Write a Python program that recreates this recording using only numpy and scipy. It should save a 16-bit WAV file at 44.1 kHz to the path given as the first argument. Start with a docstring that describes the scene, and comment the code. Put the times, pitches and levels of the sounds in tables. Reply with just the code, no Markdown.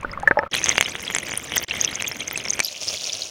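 """Filling a bottle at the waterline

A camera rides in a fast stream while a hand fills a bottle just ahead of it. Submerged, it hears
muffled gulps ring its housing. At the surface, water slaps and crackles on the housing and bubbles
ping against it. Lifted clear, it hears the fizzing rush. The level dips briefly twice."""
import sys
import numpy as np
from scipy import signal
from scipy.fft import rfft, irfft, next_fast_len
from scipy.io import wavfile
from scipy.ndimage import map_coordinates

SR = 44100
rng = np.random.default_rng(int(sys.argv[2]) if len(sys.argv) > 2 else 0)


def wav_record(signal):
    """Record a signal, one row per channel, as 16-bit PCM in the file named by sys.argv[1]."""
    frames = np.transpose(np.atleast_2d(signal))
    bounded = np.clip(frames, -1, 1)
    # unit amplitude maps onto the largest positive 16-bit level
    quanta = np.round(bounded * 32767).astype(np.int16)
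    wavfile.write(sys.argv[1], SR, quanta)


N = 145530
SURFACE_S, CLEAR_S = .5, 2.626  # the camera breaks the surface; it is lifted clear

# Levels in the tables are relative, within each layer.
# swell of the open rush: t/s, level/dB
RUSH_SWELL = [(2.63, -35), (2.79, -34), (2.82, -29.5), (3.04, -32), (3.07, -26.5), (3.13, -31),
              (3.18, -33.5), (3.25, -33), (3.3, -39)]
# swell of the crackle at the waterline: t/s, level/dB
CHURN_SWELL = [(.51, -46), (.55, -29), (.62, -37.5), (.70, -28.5), (.76, -34.5), (.84, -37), (1.0, -39.5),
               (1.16, -38), (1.52, -39), (1.57, -28), (1.62, -37), (1.80, -34), (2.03, -42), (2.14, -40.5),
               (2.50, -38), (2.57, -41)]
# air pockets thumping the housing: t/s, level/dB
AIR_THUMPS = [(.047, -11), (0.3107, 1.5), (0.3898, -11)]
# large underwater bubbles: t/s, f/Hz, level/dB, t60/s
GULP_CUES = [(0.0472, 1400, -10, 0.018), (0.115, 5140, -20.5, 0.011), (0.135, 2040, -21, 0.019),
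             (0.2322, 813, -13.5, 0.034), (0.2747, 1770, 3, 0.029), (0.3112, 1676, 2, 0.014),
             (0.3174, 1640, -11, 0.01), (0.3707, 873, -12.5, 0.11), (0.3713, 600, -9.5, 0.06),
             (0.388, 5310, -20.5, 0.013), (0.3899, 1740, 1, 0.0082), (0.428, 1270, -11.5, 0.0073),
             (0.434, 870, -4, 0.0043), (0.4626, 1290, -24, 0.037)]
# modes of the submerged housing: f/Hz, level/dB, t60/s
HOUSING_MODES = [(568, 0, 0.054), (916, -4, 0.052), (1277, -0.5, 0.045), (1760, -6.5, 0.042)]
# bubbles pinching off at the surface: t/s, f/Hz, level/dB
PING_CUES = [(0.534, 3220, -11.5), (0.549, 4120, -11.5), (0.582, 2620, -13.5), (0.6417, 6280, -2),
             (0.6926, 6240, 2.5), (0.7816, 2820, -9), (0.859, 3030, -13), (1.0787, 3320, -13.5),
             (1.149, 7450, -4), (1.3749, 9430, -5), (1.5663, 14900, -13), (1.5797, 6250, -2),
             (1.6275, 14300, -13), (1.71, 2720, -10), (1.8126, 6480, 0), (1.8472, 6080, -1.5),
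             (1.8772, 3280, -12), (1.9553, 6380, -8.5), (2.0005, 2590, -16.5), (2.0446, 2450, -15.5),
             (2.0712, 3360, -15), (2.0795, 6500, -10), (2.0854, 14100, -13.5), (2.2056, 3320, -15.5),
             (2.2188, 2260, -21.5), (2.2797, 6340, -10.5), (2.33, 14800, -11.5), (2.3579, 2620, -13.5),
             (2.484, 5240, -12.5), (2.5049, 6260, -1.5), (2.5338, 6100, -8.5), (2.6015, 2330, -8),
             (2.6468, 5020, -8), (2.649, 11940, -9.5), (2.6582, 4800, -14), (2.684, 4100, -15.5),
             (2.8821, 5280, -10.5), (3.096, 3580, -13), (3.2201, 4280, -11.5)]
# drops hitting the housing: t/s, level/dB, spray trim/dB
SLAP_CUES = [(0.542, -7, 6.5), (0.5508, -8, 4), (0.6591, -10.5, 12), (0.6705, -11, -31.5), (0.685, -8, 4),
             (0.7017, -7, -21), (0.7565, -12, -8), (0.7807, 4.5, -4), (0.81, 2, 6), (0.826, -7.5, 6),
             (0.9538, -10.0, -24.5), (1.1014, -10, -26), (1.149, -8, 6), (1.1635, -5.5, -54),
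             (1.1848, -11, 11.5), (1.3376, -11.5, -15), (1.5682, -7, 3.5), (2.023, -12, 12.5),
             (2.3115, -12, 4), (2.3755, -17, 16.5), (2.5931, -5.5, 11), (2.6025, -6.5, 13)]
# brief dips in the whole mix: start/s, end/s
DIPS = [(0.479, .512), (1.649, 1.681)]
# tone of the stream in open air: f/Hz, level/dB
RUSH_EQ = [(25, -37), (90, -6.5), (200, -13), (450, -8.5), (630, -2), (850, -13.5), (2000, -17), (3000, -8),
           (4200, -10), (5700, -4), (6700, -6.5), (7700, -19.5), (9500, -17.5), (12600, -32.5),
           (15000, -24.5)]
# dull underwater tone: f/Hz, level/dB
BURBLE_EQ = [(25, 4.5), (90, 1.5), (200, -1.5), (400, -11.5), (570, -3.5), (720, -17.5), (1400, -11.5),
             (2500, -18), (5500, -36), (8000, -45.5)]
# low body of the slosh: f/Hz, level/dB
SLOSH_EQ = [(25, -33), (70, 0), (300, -2), (600, -4), (1400, -19.5), (4000, -35)]
# tone of foam on the housing: f/Hz, level/dB
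CRACKLE_EQ = [(200, -12), (600, -14), (1500, -5), (2200, -2.5), (3300, -2.5), (4400, -14), (6300, 2),
              (7400, -17.5), (9400, -11.5), (12600, -39.5), (15500, -24)]
# tone of a knock on the housing: f/Hz, level/dB
KNOCK_EQ = [(40, -8.5), (300, -7.5), (600, -4), (1300, -5), (1800, -0.5), (2170, 5), (2700, -4), (3300, -1),
            (5000, -55), (15000, -66)]
# bright edge of ticks and spray: f/Hz, level/dB
CLICK_EQ = [(1500, -16.5), (4000, -4), (5400, -12.5), (6300, 3.5), (7400, -8.5), (9200, -1.5),
            (11500, -26.5), (15500, -29)]


def amp(db):
    """Decibels to gain."""
    return 10 ** (np.asarray(db) / 20)


def unit(x):
    """x at rms 1."""
    return x / np.sqrt(np.mean(x ** 2) + 1e-20)


def automation(points):
    """Straight ramps between (time, value) points."""
    return np.interp(np.arange(N) / SR, *np.transpose(points))


def after(s):
    """A 4 ms fade-in centred on time s."""
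    return np.clip((np.arange(N) / SR - s) / .004 + .5, 0, 1)


def wobble(rate):
    """A smooth random curve, rate knots a second."""
    return map_coordinates(rng.standard_normal(4096), [np.arange(N) * rate / SR], mode="wrap")


def add(track, s, sound):
    """Mix a sound into the track at time s."""
    part = track[max(round(s * SR), 0):][:len(sound)]
    part += sound[:len(part)]


def response(eq, half=2048):
    """Minimum-phase impulse response of an EQ curve, at energy 1."""
    hz, db = np.transpose(eq)
    grid = np.fft.rfftfreq(2 * half, 1 / SR)
    gain = amp(np.interp(np.log(grid + 1), np.log(hz), db))
    cepstrum = irfft(np.log(gain))
    cepstrum[1:half] *= 2
    cepstrum[half + 1:] = 0
    impulse = irfft(np.exp(rfft(cepstrum)))
    return impulse / np.linalg.norm(impulse)


def coloured(x, eq):
    """x through an EQ curve, at rms 1."""
    return unit(signal.fftconvolve(x, response(eq))[:N])


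def bubble(t, hz, t60, rise, attack):
    """A damped sine that starts softly, dies ever faster and climbs by the share rise per t60."""
    phase = 2 * np.pi * hz * (t + rise * t * (t / t60 - .5) / 2)
    return np.sin(phase) * amp(-60 * (t / t60) ** 1.107) * (1 - np.exp(-t / attack)) ** 2


def sizes(chance, spread_db):
    """Uniform draws to gains: many small, few large."""
    return amp(-spread_db * np.log(chance + .035))


def swarm(count, low_hz, high_hz, cycles, spread_db, rise):
    """Small bubbles at random moments and pitches, most chirping upward, at rms 1."""
    when, pitch, size, life, climb = rng.random((count, 5)).T[..., None]
    hz = low_hz * (high_hz / low_hz) ** pitch
    t60 = cycles * (.5 + life) / hz
    k = np.arange(SR // 60)
    rings = sizes(size, spread_db) * bubble(k / SR, hz, t60, rise * (2 * climb - .5), 1 / hz)
    samples = (when * N).astype(int) + k
    return unit(np.bincount(samples.ravel(), rings.ravel(), N)[:N])


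def patter(count, spread_db):
    """Tiny impacts at random moments, at rms 1."""
    when, size, sign = rng.random((count, 3)).T
    hits = sizes(size, spread_db) * np.sign(sign - .5)
    return unit(np.bincount((when * N).astype(int), hits, N))


def rush():
    """Open-air bed: the stream breaks over hand and bottle in fizz, droplet ticks and babble."""
    fizz = swarm(count=7000, low_hz=2000, high_hz=15450, cycles=11, spread_db=7, rise=.026)
    babble = swarm(count=1300, low_hz=2385, high_hz=3560, cycles=34, spread_db=3, rise=.16)
    drops = amp(-3) * patter(count=1500, spread_db=5)
    hiss = amp(-2.5) * rng.standard_normal(N)
    water = coloured(unit(np.gradient(fizz)) + drops + hiss, RUSH_EQ) + amp(-12.5) * babble
    return amp(automation(RUSH_SWELL) + 2 * wobble(40)) * water * after(CLEAR_S)


def burble():
    """Underwater bed: a dull wash of small bubbles with faint ticks on top."""
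    small = swarm(count=700, low_hz=597, high_hz=2990, cycles=18.5, spread_db=9.5, rise=.14)
    wash = coloured(rng.standard_normal(N) + small, BURBLE_EQ)
    ticks = amp(-26) * coloured(patter(count=70, spread_db=3), CLICK_EQ)
    return amp(-33.5 + wobble(19.4)) * (wash + ticks) * (1 - after(SURFACE_S))


def churn():
    """Waterline bed: foam crackles, spatter knocks the housing, small bubbles ring, water sloshes."""
    swell_db, surge_db = automation(CHURN_SWELL), wobble(55)
    foam = swarm(count=6000, low_hz=1017, high_hz=17860, cycles=17.6, spread_db=6, rise=.4)
    grit = amp(-4.5) * patter(count=5000, spread_db=9)
    crackle = coloured(unit(np.gradient(foam)) + grit, CRACKLE_EQ)  # the gradient brightens the foam
    knocks = coloured(patter(count=600, spread_db=7), KNOCK_EQ)
    mids = amp(-.5) * swarm(count=900, low_hz=1949, high_hz=4220, cycles=35.6, spread_db=6, rise=.32)
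    highs = amp(-6) * swarm(count=300, low_hz=4600, high_hz=7500, cycles=67, spread_db=8.5, rise=.069)
    fizz = amp(-10) * swarm(count=400, low_hz=6700, high_hz=10900, cycles=78, spread_db=8.5, rise=.03)
    air = amp(-14) * swarm(count=260, low_hz=10080, high_hz=16200, cycles=60, spread_db=6.5, rise=.05)
    spray = amp(swell_db + 2 * surge_db) * (crackle + knocks + mids + highs + fizz + air)
    # the low slosh rides the same moves at half the depth
    slosh = amp(-22 + swell_db / 2 + surge_db) * coloured(rng.standard_normal(N), SLOSH_EQ)
    return (spray + slosh) * after(SURFACE_S) * (1 - after(CLEAR_S))


def thumps(width_s=.00016):
    """Air pockets hit the submerged housing: a short push, then a shallow rebound."""
    track = np.zeros(N)
    u = np.arange(SR // 10) / SR / width_s
    for s, db in AIR_THUMPS:
        add(track, s, amp(db) * u ** 3 * (1 - u / 4) * np.exp(-u))
    return track


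def gulps(pitch_waver=.042):
    """Large underwater bubbles sound a wavering note and set the housing ringing."""
    track, t = np.zeros(N), np.arange(SR // 10) / SR
    for s, hz, db, t60 in GULP_CUES:
        housing = sum(amp(mode_db + rng.normal()) * bubble(t, mode_hz, life, rise=0, attack=.00013)
                      for mode_hz, mode_db, life in HOUSING_MODES)
        warped_t = np.abs(t + np.cumsum(pitch_waver * wobble(500)[:len(t)]) / SR)
        note = bubble(warped_t, hz, t60, rise=.017, attack=.00054)
        add(track, s, amp(db) * (note + amp(-19) * housing))
    return track


def pings():
    """Close-up bubbles, each with three chirping companions; the smaller, the higher and shorter."""
    track, t = np.zeros(N), np.arange(SR // 20) / SR
    for s, hz, db in PING_CUES:
        t60 = .019 * 2800 / hz  # 19 ms at 2800 Hz
        add(track, s, amp(db) * bubble(t, hz, t60, rise=.014, attack=.00012))
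        for lag, detune, climb in rng.standard_normal((3, 3)):
            companion = bubble(t, hz * np.exp(.12 * detune), t60, rise=.14 * (1 + climb), attack=1 / hz)
            add(track, s + .007 * lag, amp(-16 + db / 2) * companion)
    return track


def slaps(spray_t60_s=.0068):
    """Each drop knocks the housing and bursts into a flick of bright spray."""
    track, t = np.zeros(N), np.arange(SR // 50) / SR
    knock, click = response(KNOCK_EQ), response(CLICK_EQ)
    for s, db, spray_db in SLAP_CUES:
        burst = rng.standard_normal(len(t)) * amp(-60 * t / spray_t60_s)
        spray = signal.fftconvolve(click, burst / np.linalg.norm(burst))[:len(knock)]
        add(track, s, amp(db + 10) * (knock + amp(spray_db - 11) * spray))
    return track


def scene(dip_db=-26):
    """Under water, waterline, open air: one centred mix that dips twice."""
    water = gulps() + thumps() + burble() + churn() + slaps() + pings() + rush()
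    dipped = sum(after(start) - after(end) for start, end in DIPS)
    water *= amp(dip_db * dipped)
    return np.array([water, water])


def record(dry, top_hz=16300):
    """Hard-clip the hottest peaks, then cut everything above top_hz."""
    padded = next_fast_len(N + SR // 2)
    spectrum = rfft(np.clip(dry, -1, 1), padded)
    passband = np.fft.rfftfreq(padded, 1 / SR) < top_hz
    return irfft(spectrum * passband, padded)[:, :N]


dry = scene()
out = record(dry)
wav_record(out)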